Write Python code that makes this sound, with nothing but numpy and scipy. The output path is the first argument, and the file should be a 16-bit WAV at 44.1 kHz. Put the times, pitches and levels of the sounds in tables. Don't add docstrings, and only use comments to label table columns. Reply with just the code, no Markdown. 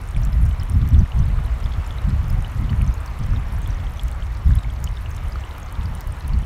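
import sys
import numpy as np
from scipy import signal
from scipy.fft import rfft, irfft
from scipy.io import wavfile
from scipy.ndimage import uniform_filter1d

SR = 44100
rng = np.random.default_rng(int(sys.argv[2]) if len(sys.argv) > 2 else 0)


def inscribe(sig):
    pcm = np.round(np.clip(np.atleast_2d(sig).T, -1, 1) * 32767)
    wavfile.write(sys.argv[1], SR, pcm.astype(np.int16))


N = 284445


def undb(db):
    return 10 ** (np.asarray(db) / 20)


def unit(x):
    return x / np.sqrt(np.mean(x ** 2))


def curve(rows):
    return np.interp(np.arange(N) / SR, *np.transpose(rows))


def spectrum_db(points, hz):
    point_hz, point_db = np.transpose(points)
    return np.interp(np.log(hz + 1e-9), np.log(point_hz), point_db)


def colour(x, points):
    log_gain = spectrum_db(points, np.linspace(0, SR / 2, N + 1)) * np.log(10) / 20
    cepstrum = irfft(log_gain)
    cepstrum[1:N] *= 2
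    response = np.exp(rfft(cepstrum[:N], 2 * N))
    return irfft(rfft(x, 2 * N) * response)[:N]


def walk(rate):
    hold = int(SR / rate)
    held = np.repeat(rng.standard_normal(N // hold + 1), hold)
    smooth = uniform_filter1d(uniform_filter1d(held, hold), hold)
    return unit(smooth[:N])


def add(out, start_s, sound):
    i = int(np.clip(start_s * SR, 0, N - 1))
    out[i:i + len(sound)] += sound[:N - i]


# [dB per Hz, relative]
RUSH_SPECTRUM = [(100, -3), (250, 1.5), (400, -2.5), (650, -2), (950, 0.5), (1250, -0.1), (1550, -5),
                 (2100, -6), (3200, -16), (5000, -23), (6500, -25), (9000, -31), (13000, -29.5),
                 (16000, -35)]


def rush(flicker_db=1.0, flicker_rate=24):
    wash = rfft(colour(rng.standard_normal(N), RUSH_SPECTRUM))
    hz = np.arange(len(wash)) * SR / N
    size_class = np.round(3 * np.log2(np.maximum(hz, 200) / 200))
    out = np.zeros(N)
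    for k in np.unique(size_class):
        band = irfft(wash * (size_class == k), N)
        out += band * undb(flicker_db * walk(flicker_rate))
    return unit(out)


def bubble(hz, ring_s, glide, rise_s):
    t = np.arange(int(6 * ring_s * SR) + 2) / SR
    shape = (1 - np.exp(-t / rise_s)) * np.exp(-t / ring_s)
    cycles = hz * (t + glide * t ** 2 / (2 * ring_s))
    return shape / shape.max() * np.sin(2 * np.pi * cycles)


def babble(count=4500, low_hz=600, high_hz=4500, cycles=4, spread_db=3.5, slope_db=-2.0):
    out = np.zeros(N)
    for when, size, force, life in rng.random((count, 4)):
        hz = low_hz * (high_hz / low_hz) ** size
        ring_s = cycles * (.5 + life) / hz
        level_db = -spread_db * np.log(0.0033 + force) + slope_db * np.log2(hz / low_hz)
        add(out, when * N / SR, undb(level_db) * bubble(hz, ring_s, glide=0.0032, rise_s=0.00024))
    return unit(out)


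# [dB, before each layer's own level]
WATER_FLOW = [(0, -42), (1.1, -41.5), (1.8, -39.5), (2.3, -40.5), (3.3, -40.5), (4.7, -42.5), (5.4, -41),
              (6.45, -41.5)]


def stream(rush_db=0, babble_db=-10.5):
    flow_db = curve(WATER_FLOW)
    return rush() * undb(flow_db + rush_db) + babble() * undb(flow_db + babble_db)


def droplet(hz, ring_s, shatter, chance):
    t = np.arange(int((6 * ring_s + .004) * SR)) / SR
    out = np.zeros(len(t))
    main = bubble(hz, ring_s, glide=.008, rise_s=ring_s / 6)
    out[:len(main)] += main
    for late, detune in chance.reshape(-1, 2):
        age = np.maximum(t - late * .003, 0)
        pitch_hz = min(hz * np.exp(.7 * (detune - .5)), 16000)
        fade = (1 - late / 2) * np.exp(-2 * age / ring_s)
        out += shatter * fade * np.sin(2 * np.pi * pitch_hz * age)
    return out


def spray(count, low_hz, high_hz, db, spread_db, slope_db):
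    when, size, force = rng.random((count, 3)).T
    start_s = (np.arange(count) + when) * N / SR / count
    hz = low_hz * (high_hz / low_hz) ** size
    level_db = db + spread_db * (2 * force - 1) + slope_db * np.log2(hz / low_hz)
    return list(zip(start_s, hz, level_db))


# [dB peak, before plink_db]
NEAR_PLINKS = [(0.1637, 2340, -31), (0.5978, 5040, -36.5), (0.627, 3080, -36), (0.9921, 5920, -35.5),
               (1.0592, 1890, -34.5), (1.3872, 1210, -30.5), (1.6594, 3460, -35), (1.7377, 3360, -37.5),
               (1.9074, 3400, -33), (2.4465, 2930, -32), (2.6942, 2930, -32), (2.7297, 1800, -30),
               (2.8144, 2470, -30.5), (3.334, 1240, -32.5), (3.9952, 3300, -29), (4.5069, 1640, -30),
               (4.6453, 2140, -33.5), (4.8742, 3000, -30.5), (5.06, 2780, -34), (5.357, 1310, -27)]


def plinks(plink_db=2.5, ring_s=0.0017, shatter=.3):
    out = np.zeros(N)
    drops = NEAR_PLINKS + spray(count=28, low_hz=2710, high_hz=6720, db=-35.5, spread_db=3.0, slope_db=-3.5)
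    for (start_s, hz, level_db), chance in zip(drops, rng.random((len(drops), 8))):
        drop = droplet(hz, ring_s, shatter, chance)
        add(out, start_s, undb(level_db + plink_db) * drop / np.abs(drop).max())
    return out


# start_s [s], centre_hz [Hz], level_db [dB peak, before tick_db], decay_s [s]
NEAR_TICKS = [(0.0748, 10550, -33, .0003), (0.109, 8220, -34.5, .0005), (0.251, 7630, -25.5, .0006),
              (0.454, 9080, -30, 0.00026), (0.6337, 9600, -27, .0002), (0.698, 8920, -25.5, 0.0007),
              (2.2827, 13650, -35, .0009), (2.4236, 9000, -30.5, .0006), (2.9414, 6750, -29.5, 0.0017),
              (3.0609, 5800, -29.5, .0009), (3.6186, 8160, -32, 0.00016), (4.0824, 6700, -29.5, 0.00033),
              (4.115, 9370, -30, 0.00046), (4.5539, 10900, -26.5, 0.0014), (4.8418, 6700, -16.5, 0.00051),
              (5.582, 13260, -33, 0.0013), (5.7257, 10520, -28, 0.00031), (5.9511, 9450, -27.5, 0.00081),
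              (6.0728, 10500, -30, 0.00038)]


def ticks(tick_db=-1.0, splash_s=0.0012, splash_hz=5600, top_hz=15000, chance_decay_s=0.00053):
    out = np.zeros(N)
    t = np.arange(SR // 100) / SR
    low_cut = signal.butter(5, splash_hz, "high", fs=SR, output="sos")
    top_cut = signal.butter(1, top_hz, fs=SR, output="sos")
    bright = np.vstack([low_cut, top_cut])
    chance_ticks = spray(count=15, low_hz=7700, high_hz=14900, db=-31.5, spread_db=6, slope_db=2)
    all_ticks = NEAR_TICKS + [(*drop, chance_decay_s) for drop in chance_ticks]
    for start_s, hz, level_db, decay_s in all_ticks:
        splash = .5 * rng.standard_normal(len(t)) * np.exp(-t / splash_s)
        ring = np.cos(2 * np.pi * hz * t) * np.exp(-t / decay_s)
        tick = signal.sosfilt(bright, splash + ring)
        add(out, start_s, undb(level_db + tick_db) * tick / np.abs(tick).max())
    return out


# pitch_hz [Hz], gain_db [dB]
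PATTER_COLOUR = [(1000, -6), (2200, 5.5), (3050, 8.5), (3900, 9), (6300, 4.5), (7600, 2), (9500, 4),
                 (12000, 2), (14000, -6), (16000, -16)]


def patter(count=4200, low_hz=2200, high_hz=15000, spread_db=5.0, ring_s=0.0012):
    out = np.zeros(N)
    for row in rng.random((count, 10)):
        when, size, force, life = row[:4]
        hz = low_hz + (high_hz - low_hz) * size
        stretch = np.exp(3.4 * (life - .6))
        level_db = -spread_db * np.log(0.008 + force)
        drop = droplet(hz, ring_s * stretch, shatter=1.0, chance=row[4:])
        add(out, when * N / SR, undb(level_db) * drop / stretch ** .35)
    return unit(colour(out, PATTER_COLOUR))


def forest(x, scatter_db=-12):
    t = np.arange(SR // 10) / SR
    tail = rng.standard_normal(len(t)) * np.exp(-t / .005)
    return x + undb(scatter_db) * signal.fftconvolve(x, tail / np.linalg.norm(tail))[:N]


# [dB per Hz, relative]
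RUMBLE_SPECTRUM = [(12, -27), (22, -5.5), (42, .5), (64, 2.5), (82, -3), (110, -7), (160, -17),
                   (230, -27.5), (330, -41), (600, -66), (2000, -110)]


def wind(wind_db=-.5, bright_per_db=.5, knee_hz=140, eddy_s=0.059, buffet_db=2.16, buffet_rate=32):
    gust_db, chop_db = airflow()
    gust_db = gust_db + buffet_db * walk(buffet_rate)
    eddies = unit(colour(rng.standard_normal(N), RUMBLE_SPECTRUM))
    power = uniform_filter1d(uniform_filter1d(eddies ** 2, int(eddy_s * SR)), int(eddy_s * SR / 2))
    eddies = unit(eddies / power ** .3)
    small = signal.sosfiltfilt(signal.butter(2, knee_hz, "high", fs=SR, output="sos"), eddies)
    lift = undb(bright_per_db * (gust_db - gust_db.mean()) + chop_db)
    return (eddies + (lift - 1) * small) * undb(gust_db + wind_db)


def gust_shape(start_s, length_s, attack_s=0.03, release_s=0.027):
    t = np.arange(N) / SR - start_s
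    rise = np.clip(t / attack_s + .5, 0, 1)
    return rise * np.exp(-np.maximum(t - length_s, 0) / release_s)


# [dB, small eddies against large ones, before the lift of a harder blow]
WIND_GUSTS = [(0.156, 0.13, -14.5, -1), (0.33, 0.19, -14.5, -3), (0.59, 0.025, -18, -2.5),
              (0.691, 0.18, -17.5, 6.5), (0.917, 0.1, -13, 0.5), (1.133, 0.24, -16, -0.5),
              (1.39, .14, -20, -5), (1.636, .17, -23, -1), (2.035, 0.36, -17.5, -0.5),
              (2.542, .21, -21.5, 14), (2.78, 0.12, -15, 0.5), (3.196, 0.45, -22, 4.5),
              (3.672, 0.24, -26, 1), (4.021, 0.03, -19, -25), (4.162, 0.16, -22, -10),
              (4.456, 0.12, -13, -3.5), (4.613, 0.31, -27, 3), (5.215, 0.12, -24, -5),
              (5.768, 0.16, -24, 6), (6.069, 0.023, -17, -5.5), (6.236, 0.19, -20, 4.5)]


def airflow(breeze_db=-26.5, breeze_chop_db=-0.5):
    power = np.full(N, undb(breeze_db) ** 2)
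    chop = power * breeze_chop_db
    for start_s, length_s, level_db, chop_db in WIND_GUSTS:
        gust = (undb(level_db) * gust_shape(start_s, length_s)) ** 2
        power = power + gust
        chop = chop + gust * chop_db
    return 10 * np.log10(power), chop / power


def scene(patter_db=-55.5):
    drops = plinks() + ticks() + patter() * undb(patter_db)
    return (stream() + forest(drops) + wind())[None]


# centre_hz [Hz], width_hz [Hz], gain_db [dB]
TREBLE_BANDS = [(2990, 73, 3), (4810, 200, -5.5), (10530, 650, -5)]


def record(dry, top_hz=15700):
    for hz, width_hz, gain_db in TREBLE_BANDS:
        band = signal.lfilter(*signal.iirpeak(hz, hz / width_hz, fs=SR), dry)
        dry = dry - (1 - undb(gain_db)) * band
    return signal.sosfilt(signal.ellip(8, .2, 70, top_hz, fs=SR, output="sos"), dry)


dry = scene()
out = record(dry)
inscribe(out)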